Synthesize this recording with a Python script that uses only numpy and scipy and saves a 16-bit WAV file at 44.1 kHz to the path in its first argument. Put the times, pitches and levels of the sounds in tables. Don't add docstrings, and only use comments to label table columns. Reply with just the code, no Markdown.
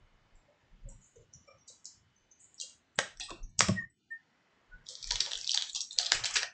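import sys
import numpy as np
from scipy import signal
from scipy.fft import rfft, irfft
from scipy.io import wavfile
from scipy.ndimage import uniform_filter1d

SR = 44100
rng = np.random.default_rng(int(sys.argv[2]) if len(sys.argv) > 2 else 0)


def log_audio(samples):
    frames = np.atleast_2d(samples).T
    limited = np.clip(frames, -1, 1)
    pcm = np.round(limited * 32767).astype(np.int16)
    wavfile.write(sys.argv[1], SR, pcm)


def gain_from_decibels(decibels):
    exponent = np.asarray(decibels, float) / 20
    return 10 ** exponent


N = 288105
LEAD_S = 0.01


def evened(x):
    return x / np.sqrt(np.mean(x ** 2) + 1e-20)


def read(points, hz):
    f, value = np.transpose(points)
    return np.interp(np.log(hz + 1), np.log(f + 1), value)


def band(x, lo_hz, hi_hz, order=2):
    sos = signal.butter(order, [lo_hz, hi_hz], "bandpass", fs=SR, output="sos")
    return signal.sosfilt(sos, x)


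def add(mix, s, sound):
    part = mix[round(s * SR):][:len(sound)]
    part += sound[:len(part)]


def follow(rows, t):
    s, *columns = np.transpose(rows)
    return [gain_from_decibels(np.interp(t, s, c, -150, -150)) for c in columns]


# f/Hz, level/dB
HUM_COLOUR = [(20, -35), (82, -6), (233, -3.5), (500, -10.5), (3480, -12.5), (7140, -21.5), (9380, -40.5),
              (13000, -100)]


def hum(level_db=-73, fan_db=-82.5, fan_hz=2978):
    hz = np.fft.rfftfreq(N, 1 / SR)
    noise = irfft(rfft(rng.standard_normal(N)) * gain_from_decibels(read(HUM_COLOUR, hz)), N)
    fan = np.sin(2 * np.pi * fan_hz * np.arange(N) / SR)
    return gain_from_decibels(level_db) * evened(noise) + gain_from_decibels(fan_db) * fan


# f/Hz, time to fall 60 dB/s
ROOM_RING = [(100, 0.43), (500, 0.24), (2000, 0.28), (5000, 0.27), (9000, 0.27)]


def room(x):
    taps = np.zeros(SR)
    at = np.arange(200, SR - 20, 20)
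    taps[at + rng.integers(0, 20, len(at))] = rng.choice([-1., 1.], len(at))
    hz, t, z = signal.stft(taps, SR, nperseg=256)
    fade = gain_from_decibels(-60 * t / read(ROOM_RING, hz)[:, None])
    tail = signal.istft(z * fade, SR, nperseg=256)[1]
    return signal.fftconvolve(x, tail / np.linalg.norm(tail))[:N]


# t/s, rumble level/dB, thud level/dB
TABLE_BUMPS = [(0.0, -47, -57), (0.159, -51.5, -64), (0.358, -59, -68), (.73, -57, -95), (0.859, -44, -50),
               (.93, -48, -55), (1.18, -55.5, -55), (1.359, -90, -55), (2.019, -89, -63),
               (2.23, -65.5, -71), (2.99, -92, -52), (3.201, -53, -64.5), (3.32, -50.5, -60),
               (3.441, -38.5, -53), (3.599, -52.5, -33.5), (3.691, -68.5, -32), (3.841, -69, -46.5),
               (4.75, -50.5, -86), (5.101, -41.5, -58.5), (5.148, -47, -52.5), (5.368, -57.5, -87),
               (5.74, -59.5, -81), (5.98, -58.5, -84), (6.159, -48.5, -50.5), (6.22, -67, -54),
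               (6.36, -54.5, -81)]


def table():
    rise, fall = [[360], [720]], [[260], [250]]  # rumble, thud (dB per s)
    t, power = np.arange(0, N, 64) / SR, 0
    for s, *db in TABLE_BUMPS:
        slope = np.where(t < s, rise, fall)
        power = power + gain_from_decibels(np.c_[db] - slope * abs(t - s)) ** 2
    rumble, thud = (np.interp(np.arange(N) / SR, t, np.sqrt(row)) for row in power)
    noise = rng.standard_normal((2, N))
    low = evened(band(noise[0], 22, 36, order=3))
    high = evened(band(noise[1], 78, 140, order=3))
    return rumble * low + thud * high


# t/s, level/dB, f/Hz, time to fall 60 dB/s
DULL_KNOCKS = [(.475, -54, 590, 0.32), (.85, -54, 545, 0.29), (1.154, -49.5, 468, 0.24),
               (1.471, -52.5, 540, 0.33), (1.69, -54.5, 529, 0.26), (2.63, -45, 509, 0.074),
               (3.686, -24, 342, 0.085), (3.686, -28, 624, 0.099), (3.307, -33.5, 343.5, 0.12),
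               (3.606, -36, 303, 0.088), (4.14, -49, 509, 0.34), (4.89, -53, 508, 0.2),
               (5.2, -50.5, 372.3, 0.43), (6.36, -44.5, 423, 0.3), (6.43, -46.5, 599, 0.18),
               (5.965, -47, 498, 0.23), (3.198, -46.5, 302, 0.19), (5.11, -51, 476, 0.36),
               (5.27, -47, 559, 0.15), (5.34, -53, 450, .3), (6.12, -47, 330, 0.18),
               (1.2, -53.5, 350, 0.22)]
# t/s, level/dB, f/Hz, time to fall 60 dB/s
BRIGHT_TAPS = [(0.895, -52, 926, 0.22), (1.47, -55.5, 1186, 0.35), (3.308, -33.5, 1052, 0.054),
               (3.685, -30, 1114, 0.068), (5.107, -40.5, 964, 0.15), (5.26, -40.5, 946, 0.1),
               (5.544, -35.5, 855, 0.069), (5.75, -51.5, 777, 0.29), (5.745, -51, 1050, .3),
               (5.915, -49, 891, 0.17), (5.982, -36.5, 717, 0.16), (6.41, -39, 945, 0.066),
               (3.28, -44, 1160, 0.18)]
# t/s, level/dB, f/Hz, time to fall 60 dB/s
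DEEP_SLAMS = [
    (2.982, -22.5, 183, 0.068),
    (3.603, -28, 120, 0.067),
    (3.684, -15.5, 181, 0.12),
    (3.683, -21, 103.7, 0.14),
    (3.603, -26, 200, 0.11),
]


def knocks():
    rows = DULL_KNOCKS + BRIGHT_TAPS + DEEP_SLAMS
    out, t = np.zeros(N), np.arange(SR // 3) / SR
    for (s, db, hz, t60), noise in zip(rows, rng.standard_normal((len(rows), len(t)))):
        rattle = evened(band(noise, 0.87 * hz, 1.084 * hz))
        ring = 0.52 * np.sin(2 * np.pi * hz * t) + 0.34 * rattle
        onset = np.minimum(t / 0.0095, 1)
        add(out, s, gain_from_decibels(db + 3.5 - 60 * t / t60) * ring * onset)
    return out


# t/s, level/dB, f/Hz, glide/(Hz per s), fall/(dB per s)
SLIPS = [
    (.028, -45.5, 1530, -150, 417),
    (3.786, -33, 1869, -1500, 300),
    (4.124, -36.5, 1818, 226, 687.5),
    (4.736, -50.5, 1476, 205, 489),
]


def squeaks(rise=750, top_s=0.0082):
    out, t = np.zeros(N), np.arange(-2000, 9000) / SR
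    for s, db, hz, glide, fall in SLIPS:
        tone = np.sin(2 * np.pi * np.cumsum(hz + glide * t.clip(None, 0.045)) / SR)
        away = np.hypot(t, top_s) - top_s
        level = gain_from_decibels(db + 0.5 - np.where(t < 0, rise, fall) * away)
        add(out, s + t[0], level * tone * signal.windows.tukey(len(t), 0.15))
    return out


def bursts(ms, rise=0.4, creak=0.023, creak_ms=5.8, spike=1.4):
    t = 1000 * (np.arange(3600) / SR - LEAD_S)
    ms = np.maximum(ms, 0.2)[:, None]
    shape = np.exp(-np.maximum(t, 0) / ms) * np.clip(t / (rise * ms), 0, 1) ** 2
    shape += creak * np.exp(-abs(t) / creak_ms)
    first = np.arange(len(t)) == shape.argmax(1)[:, None]
    return shape * (rng.standard_normal(shape.shape) + spike * first / np.maximum(ms, 0.5))


# t/s, level/dB, low f/Hz, high f/Hz, length/ms
SLEEVE_TICKS = [(.355, -52, 5830, 8760, 2.1), (0.886, -41.5, 7000, 9070, 5.6), (0.999, -57, 6100, 7500, 40),
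                (1.04, -52, 5950, 7300, 6.5), (1.06, -58, 6500, 8800, 12), (1.155, -54, 6050, 7500, 9.2),
                (1.336, -40, 5590, 6110, 0.54), (1.336, -51, 6790, 7300, 1.3),
                (1.336, -49, 8730, 9500, 0.98), (1.469, -61, 5485, 5543, 2.1), (1.47, -57, 2300, 2390, 2.4),
                (1.506, -55.5, 5100, 6160, 4.5), (1.581, -59, 5850, 6500, 7.7), (.89, -60, 5550, 5880, 23),
                (1.155, -60, 3510, 3700, 10), (1.59, -63.5, 5470, 5830, 30), (1.47, -59, 6800, 8800, 3.3),
                (1.68, -58, 3900, 4100, 15), (2.545, -57, 3180, 3400, 2),
                (1.673, -43, 5720, 8200, 17), (1.676, -47.5, 3750, 4810, 15), (1.844, -42.5, 5270, 8700, 1.7),
              (1.854, -30.5, 5270, 7130, 1.6), (1.854, -40, 3840, 5600, 3.3),
              (2.161, -59.5, 6040, 6260, 2.1), (2.311, -50.5, 6040, 6450, 4.3),
              (2.388, -50, 6750, 9700, 43), (2.438, -51.5, 6990, 7500, 11), (2.543, -42, 6550, 8650, 0.93),
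              (2.578, -45, 4800, 5900, 8.9), (2.6, -29, 5500, 8550, 1.6), (2.599, -30, 3840, 4550, 1.27),
              (2.612, -22, 4850, 8450, 1.8), (2.612, -47.5, 2772, 2847, 4.9),
              (2.599, -45, 3100, 3310, 10.4), (2.695, -40, 6210, 8950, 1.7)]
# t/s, level/dB, low f/Hz, high f/Hz, length/ms
HOLDER_SCRAPE = [(3.2, -51, 690, 865, 13), (3.8, -49, 1072, 1187, 20), (3.3, -45.5, 450, 810, 7),
                 (3.204, -31, 3400, 4300, 8.9), (3.199, -40.5, 4200, 5670, 9),
                 (3.202, -39.5, 5450, 5940, 9.5), (3.201, -42, 5800, 8400, 10),
                 (3.202, -38.5, 2500, 2780, 11.5), (3.199, -56.5, 1822, 1868, 3.9),
                 (3.235, -34.5, 8000, 8900, 2.6), (3.236, -43, 2914, 3800, 7.1),
                 (3.299, -42.5, 3280, 3720, 8.2), (3.298, -41.5, 2480, 2746, 8.6),
                 (3.427, -47, 5500, 6400, 9.9), (3.662, -34, 5060, 5630, 13.4),
                 (4.101, -62, 7430, 7970, 9.4), (3.5912, -19, 4900, 5800, 1.2), (2.955, -49, 7300, 8300, 5),
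                 (3.9, -45.5, 4500, 8500, 3), (3.215, -42, 4850, 5050, 15), (3.49, -60, 7400, 8500, 5),
                 (3.8, -56.5, 6700, 7000, 15), (5.025, -53.5, 2250, 2500, 20),
                 (5.025, -54.5, 1310, 1450, 20)]


def sleeve():
    rows, out = SLEEVE_TICKS + HOLDER_SCRAPE, np.zeros(N)
    for (s, db, lo_hz, hi_hz, ms), burst in zip(rows, bursts(np.transpose(rows)[4])):
        tick = band(burst, lo_hz, hi_hz, order=3)
        add(out, s - LEAD_S, gain_from_decibels(db) * tick / abs(tick).max())
    return out


# t/s, level/dB, fold size/dB
WRAPPER_GRIP = [
    (4.84, -63.5, -6),
    (5.178, -47, -4),
    (5.6, -49.5, 1.5),
    (5.7, -48, -6),
    (5.88, -58.5, -8),
    (5.98, -51, 5),
    (6.3, -50, 8),
    (6.44, -53.5, 10),
    (6.53, -67, 6),
]


def rustle(per_s=700, spread_db=3.0, clump_db=6.5, body_db=-6, middle_db=-3, edge_db=-8):
    effort, fold = follow(WRAPPER_GRIP, np.arange(N) / SR)
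    clumps = gain_from_decibels(clump_db * evened(uniform_filter1d(rng.standard_normal(N), size=500)))
    sizes = gain_from_decibels(spread_db * np.minimum(rng.exponential(1, N), 4))
    creases = sizes * (rng.random(N) < clumps * per_s / SR)
    creases = creases * rng.choice([-1., 1.], N) + 0.24 * rng.standard_normal(N)
    zones = (450, 4300), (3050, 5760), (5500, 7500)
    body, middle, edge = [evened(band(creases, *zone, order=4)) for zone in zones]
    return effort * (gain_from_decibels(body_db) * fold * body + gain_from_decibels(middle_db) * middle + gain_from_decibels(edge_db) * edge)


def layered(burst, zones, shares):
    return sum(gain * part / abs(part).max() for gain, part in zip(shares, zones))


# low f/Hz, high f/Hz
SHEET_ZONES = [
    (400, 1350),
    (1500, 2980),
    (3050, 6130),
    (5500, 8800),
]
# t/s, level/dB, weight/dB, edge/dB, length/ms
HOLDER_SNAPS = [(2.9877, -12, -4, -1.5, 0.87), (2.9914, -20, 0.5, -1.5, 0.63), (3.1725, -37, -15, -3, 0.25),
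                (3.1976, -29, -13, 0, 2.5), (3.2954, -37.5, -9.5, 0.5, 0.59), (3.303, -35.5, -6.5, -3.5, 4),
                (3.5912, -9, -26, 6, 1.415), (3.6058, -6.5, -4, -2.5, .9), (3.617, -22, -11.5, -3, 3),
                (3.6686, -30.5, -22, -19.5, 0.7), (3.6834, -24, -6.5, -1, 1.9),
                (3.6874, -25.5, -5.5, -4.5, 0.34)]
# t/s, level/dB, weight/dB, edge/dB, length/ms
WRAPPER_CRUSHES = [(4.875, -37, -46, -4.5, 47), (5.1055, -18.5, -16.5, -10, 3), (5.201, -25, -9.5, -3, 9),
                   (5.5065, -20.5, -28, -13, 1.5), (5.555, -38, -20.5, -8, 9), (5.75, -25, -16.5, -8.5, 18),
                   (5.805, -33, -17, 1, 8.8), (5.909, -33, -26, -7.5, 25), (6.139, -26.5, -0.5, 1, 17),
                   (6.25, -22, -8.5, -7, 14.8), (6.352, -17, -3.5, -5, 17.4), (3.62, -30, -18, 2.5, 7.4)]


def snaps(rows, low_db):
    out = np.zeros(N)
    for (s, db, weight_db, edge_db, ms), burst in zip(rows, bursts(np.transpose(rows)[4])):
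        edge = min(gain_from_decibels(edge_db), 1)
        main = np.sqrt(1.02 - edge ** 2)
        shares = gain_from_decibels(weight_db + low_db), gain_from_decibels(weight_db), main, edge
        parts = [band(burst, *zone, order=4) for zone in SHEET_ZONES]
        add(out, s - LEAD_S, gain_from_decibels(db) * layered(burst, parts, shares))
    return out


# t/s, level/dB, weight/dB, centre f/Hz, length/ms
WRAPPER_CRACKLES = [(4.8667, -39.5, -35.5, 4370, 1.13), (4.8878, -30, -43, 4660, 0.55),
                    (4.952, -33.5, -39, 4700, 2), (5.0259, -35, -28, 4650, 4.6),
                    (5.0425, -28.5, -19.5, 4500, 0.46), (5.0711, -36, -15, 5370, 3.4),
                    (5.0908, -36.5, -31.5, 4560, 0.3), (5.11, -17, -15, 3630, 0.78),
                    (5.1425, -31.5, -20, 5000, 0.46), (5.1555, -20, -12.5, 3400, 2.5),
                    (5.2055, -15, -26, 4450, 0.76), (5.262, -26, -14.5, 3700, 0.42),
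                    (5.3106, -31, -9, 3580, 1.4), (5.3168, -27.5, -6, 4170, 0.89),
                    (5.3322, -22, -17.5, 3600, 1.4), (5.3542, -26.5, -20.5, 3620, 0.57),
                    (5.374, -34.5, -12.5, 6050, 2.4), (5.386, -41.5, -21, 5500, 2),
                    (5.4125, -29.5, -28.5, 4570, 0.39), (5.4447, -28, -37, 4400, 0.42),
                    (5.4754, -19, -37.5, 4380, 0.31), (5.4935, -17.5, -41, 3900, 0.66),
                    (5.5164, -21, -27.5, 5030, 0.73),
                    (5.5454, -18, -15, 4870, 1.2), (5.5747, -13, -14.5, 3620, 0.48),
                    (5.622, -19.5, -16.5, 3520, 0.69), (5.6942, -30.5, -29, 3380, 5),
                    (5.7484, -25, -28, 3400, 1), (5.7486, -26.5, -29.5, 5020, 1.3),
                    (5.8055, -23.5, -20.5, 4680, 1.14), (5.9087, -26.5, -29, 3350, 2.05),
                    (5.93, -31.5, -35, 6070, 0.61), (5.9967, -26.5, -7.5, 3780, 1.9),
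                    (5.9866, -11, -22, 4540, 0.47), (6.013, -24.5, -17.5, 6600, 1.5),
                    (6.0295, -25, -24, 3550, 1.4), (6.0625, -24, -26, 4170, 4),
                    (6.1199, -9, -5, 4560, 0.42), (6.237, -23, -14, 3300, 4.1),
                    (6.2445, -21, -8, 4840, 0.47), (6.3085, -31, -28, 8000, 1.5),
                    (6.334, -29.5, -10, 5600, 16), (6.3553, -26.5, -1, 4610, 3.1),
                    (6.4243, -27.5, -3, 4800, 0.31), (6.4297, -24.5, 0.5, 4620, 2.1),
                    (5.1196, -24.5, -24.5, 5000, 1.6), (5.1646, -28.5, -18, 4500, 1.2),
                (5.2036, -18.5, -23, 4380, 2), (5.252, -33, -16, 3600, 1.3),
                (5.4685, -30.5, -34, 3800, 1.5), (5.533, -26.5, -30, 3800, 1.3),
                (5.5427, -20.5, -23, 4360, .3), (5.557, -30, -29, 5050, 1.8),
                (5.611, -25.5, -16.5, 3600, 0.96), (5.7304, -32.5, -35.5, 6500, 2),
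                (5.761, -29, -31, 5320, 1.5), (5.813, -29, -34.5, 6100, 3),
                (5.9629, -33.5, -15, 3320, 0.93), (6.0479, -27, -25, 4400, .8), (6.059, -26, -23, 4000, 2),
                (6.1, -35, -6.5, 4000, 1.3), (6.1184, -16.5, -6.5, 5420, 0.72), (6.13, -27, -10, 5000, 2.4),
                (6.366, -20, -11, 4570, 2.8), (6.254, -26, -10, 6500, 4)]


def crackles(low_db=-9.5, wide_db=-4.0, ring_db=-7.5, ring_width=0.05):
    rows, out = WRAPPER_CRACKLES, np.zeros(N)
    for (s, db, weight_db, hz, ms), burst in zip(rows, bursts(np.transpose(rows)[4])):
        centre = max(0.76 * hz, 3050), min(1.405 * hz, 8800)
        zones = SHEET_ZONES[:2] + [centre, (3100, 8000)]
        parts = [band(burst, *zone, order=4) for zone in zones]
        parts += [band(burst, hz * (1 - ring_width), hz * (1 + ring_width), order=1)]
        shares = gain_from_decibels([weight_db + low_db, weight_db, 0, wide_db, ring_db])
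        add(out, s - LEAD_S, gain_from_decibels(db) * layered(burst, parts, shares))
    return out


def scene():
    film = sleeve()
    near = snaps(HOLDER_SNAPS, low_db=-3) + snaps(WRAPPER_CRUSHES, low_db=-15.5) + crackles()
    crackle, tones, blows = rustle(), squeaks(), knocks()
    wet = room(gain_from_decibels(-1) * film + gain_from_decibels(-6) * near + crackle + gain_from_decibels(-9) * tones + gain_from_decibels(-12) * blows)
    return (film + near + crackle + tones + wet + blows + table())[None]


# f/Hz, level/dB
OPEN_OVER = [(60, -2), (300, 13), (1000, 8.5), (2500, 8), (5000, 7.5), (7500, 5.5), (9000, 9.5)]
# t/s, length/s, level/dB
LOOSE_TIMES = [
    (-.1, 0.89, 3.5),
    (4.192, 1, 5),
]
# t/s, length/s, level/dB
CLAMP_TIMES = [
    (3.27, .38, 14),
    (3.72, .42, 21),
    (5.62, .36, 4),
]


def suppress(x, background, depth_db=-14, hold_s=0.075, close_db_per_s=250, knee_db=1.2, learn_s=0.35,
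             learn_db=-4, picky=0.45, stagger_s=0.071, high_db=-4, uneven_db=2.0, uneven_per_clamp=0.41):
    both = np.array([x + background / gain_from_decibels(depth_db), background])
    hz, t, z = signal.stft(both, SR, nperseg=512, noverlap=384)
    hz = hz[:, None]
    hum_db = 10 * np.log10((abs(z[1]) ** 2).mean(1, keepdims=True) + 1e-20) - depth_db
    power = uniform_filter1d(uniform_filter1d(abs(z[0]) ** 2, size=5, axis=1), size=2, axis=0)
    over_db = 10 * np.log10(abs(power) + 1e-20) - hum_db

    keep = np.exp(-t[1] / learn_s)
    learnt_db = signal.lfilter([1 - keep], [1, -keep], over_db, axis=1) + learn_db
    learnt_db = np.maximum(learnt_db, 0)

    streaks = rng.standard_normal(power.T.shape).T
    streaks = uniform_filter1d(uniform_filter1d(streaks, size=110, axis=1), size=2, axis=0)
    streaks = evened(streaks).clip(-3, 1.3)
    fussy_db = 1.2 * np.minimum(streaks, 0)

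    late = t + stagger_s * streaks + 0.078 * np.clip(hz / 1500 - 1, -1, 1)
    loose_db = sum(db * np.clip(np.minimum(t - s, s + length - t) / 0.14, 0, 1)
                   for s, length, db in LOOSE_TIMES)
    clamp_db = sum(db * np.clip(np.minimum(t - s, s + length - late) / 0.08, 0, 1)
                   for s, length, db in CLAMP_TIMES)
    streaks = streaks * (uneven_db + uneven_per_clamp * clamp_db)

    high = np.clip((hz - 2000) / 1000, 0, 1)
    audible = (hz > 400) * (hz < 9500)
    shut_db = depth_db + audible * ((1 - high) * loose_db + high * high_db - clamp_db + streaks)

    over_db = over_db - learnt_db - read(OPEN_OVER, hz) + picky * streaks + fussy_db - 0.17 * clamp_db
    want_db = -100 / (1.5 + np.exp(np.clip(over_db / knee_db, -30, 30)))
    fall = close_db_per_s * t
    held_db = np.maximum.accumulate(want_db + fall, axis=1) - fall + close_db_per_s * hold_s
    gain_db = np.minimum(np.maximum(held_db, shut_db), 0)
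    return signal.istft(z[0] * gain_from_decibels(gain_db), SR, nperseg=512, noverlap=384)[1][:N]


def roll_off(x):
    return signal.sosfilt(signal.butter(12, 9530, fs=SR, output="sos"), x)


def record(dry):
    narrow = signal.sosfilt(signal.cheby1(8, 0.5, 8000, fs=SR, output="sos"), dry[0])
    mix = suppress(narrow, hum())[None]
    return roll_off(mix)


dry = scene()
out = record(dry)
log_audio(out)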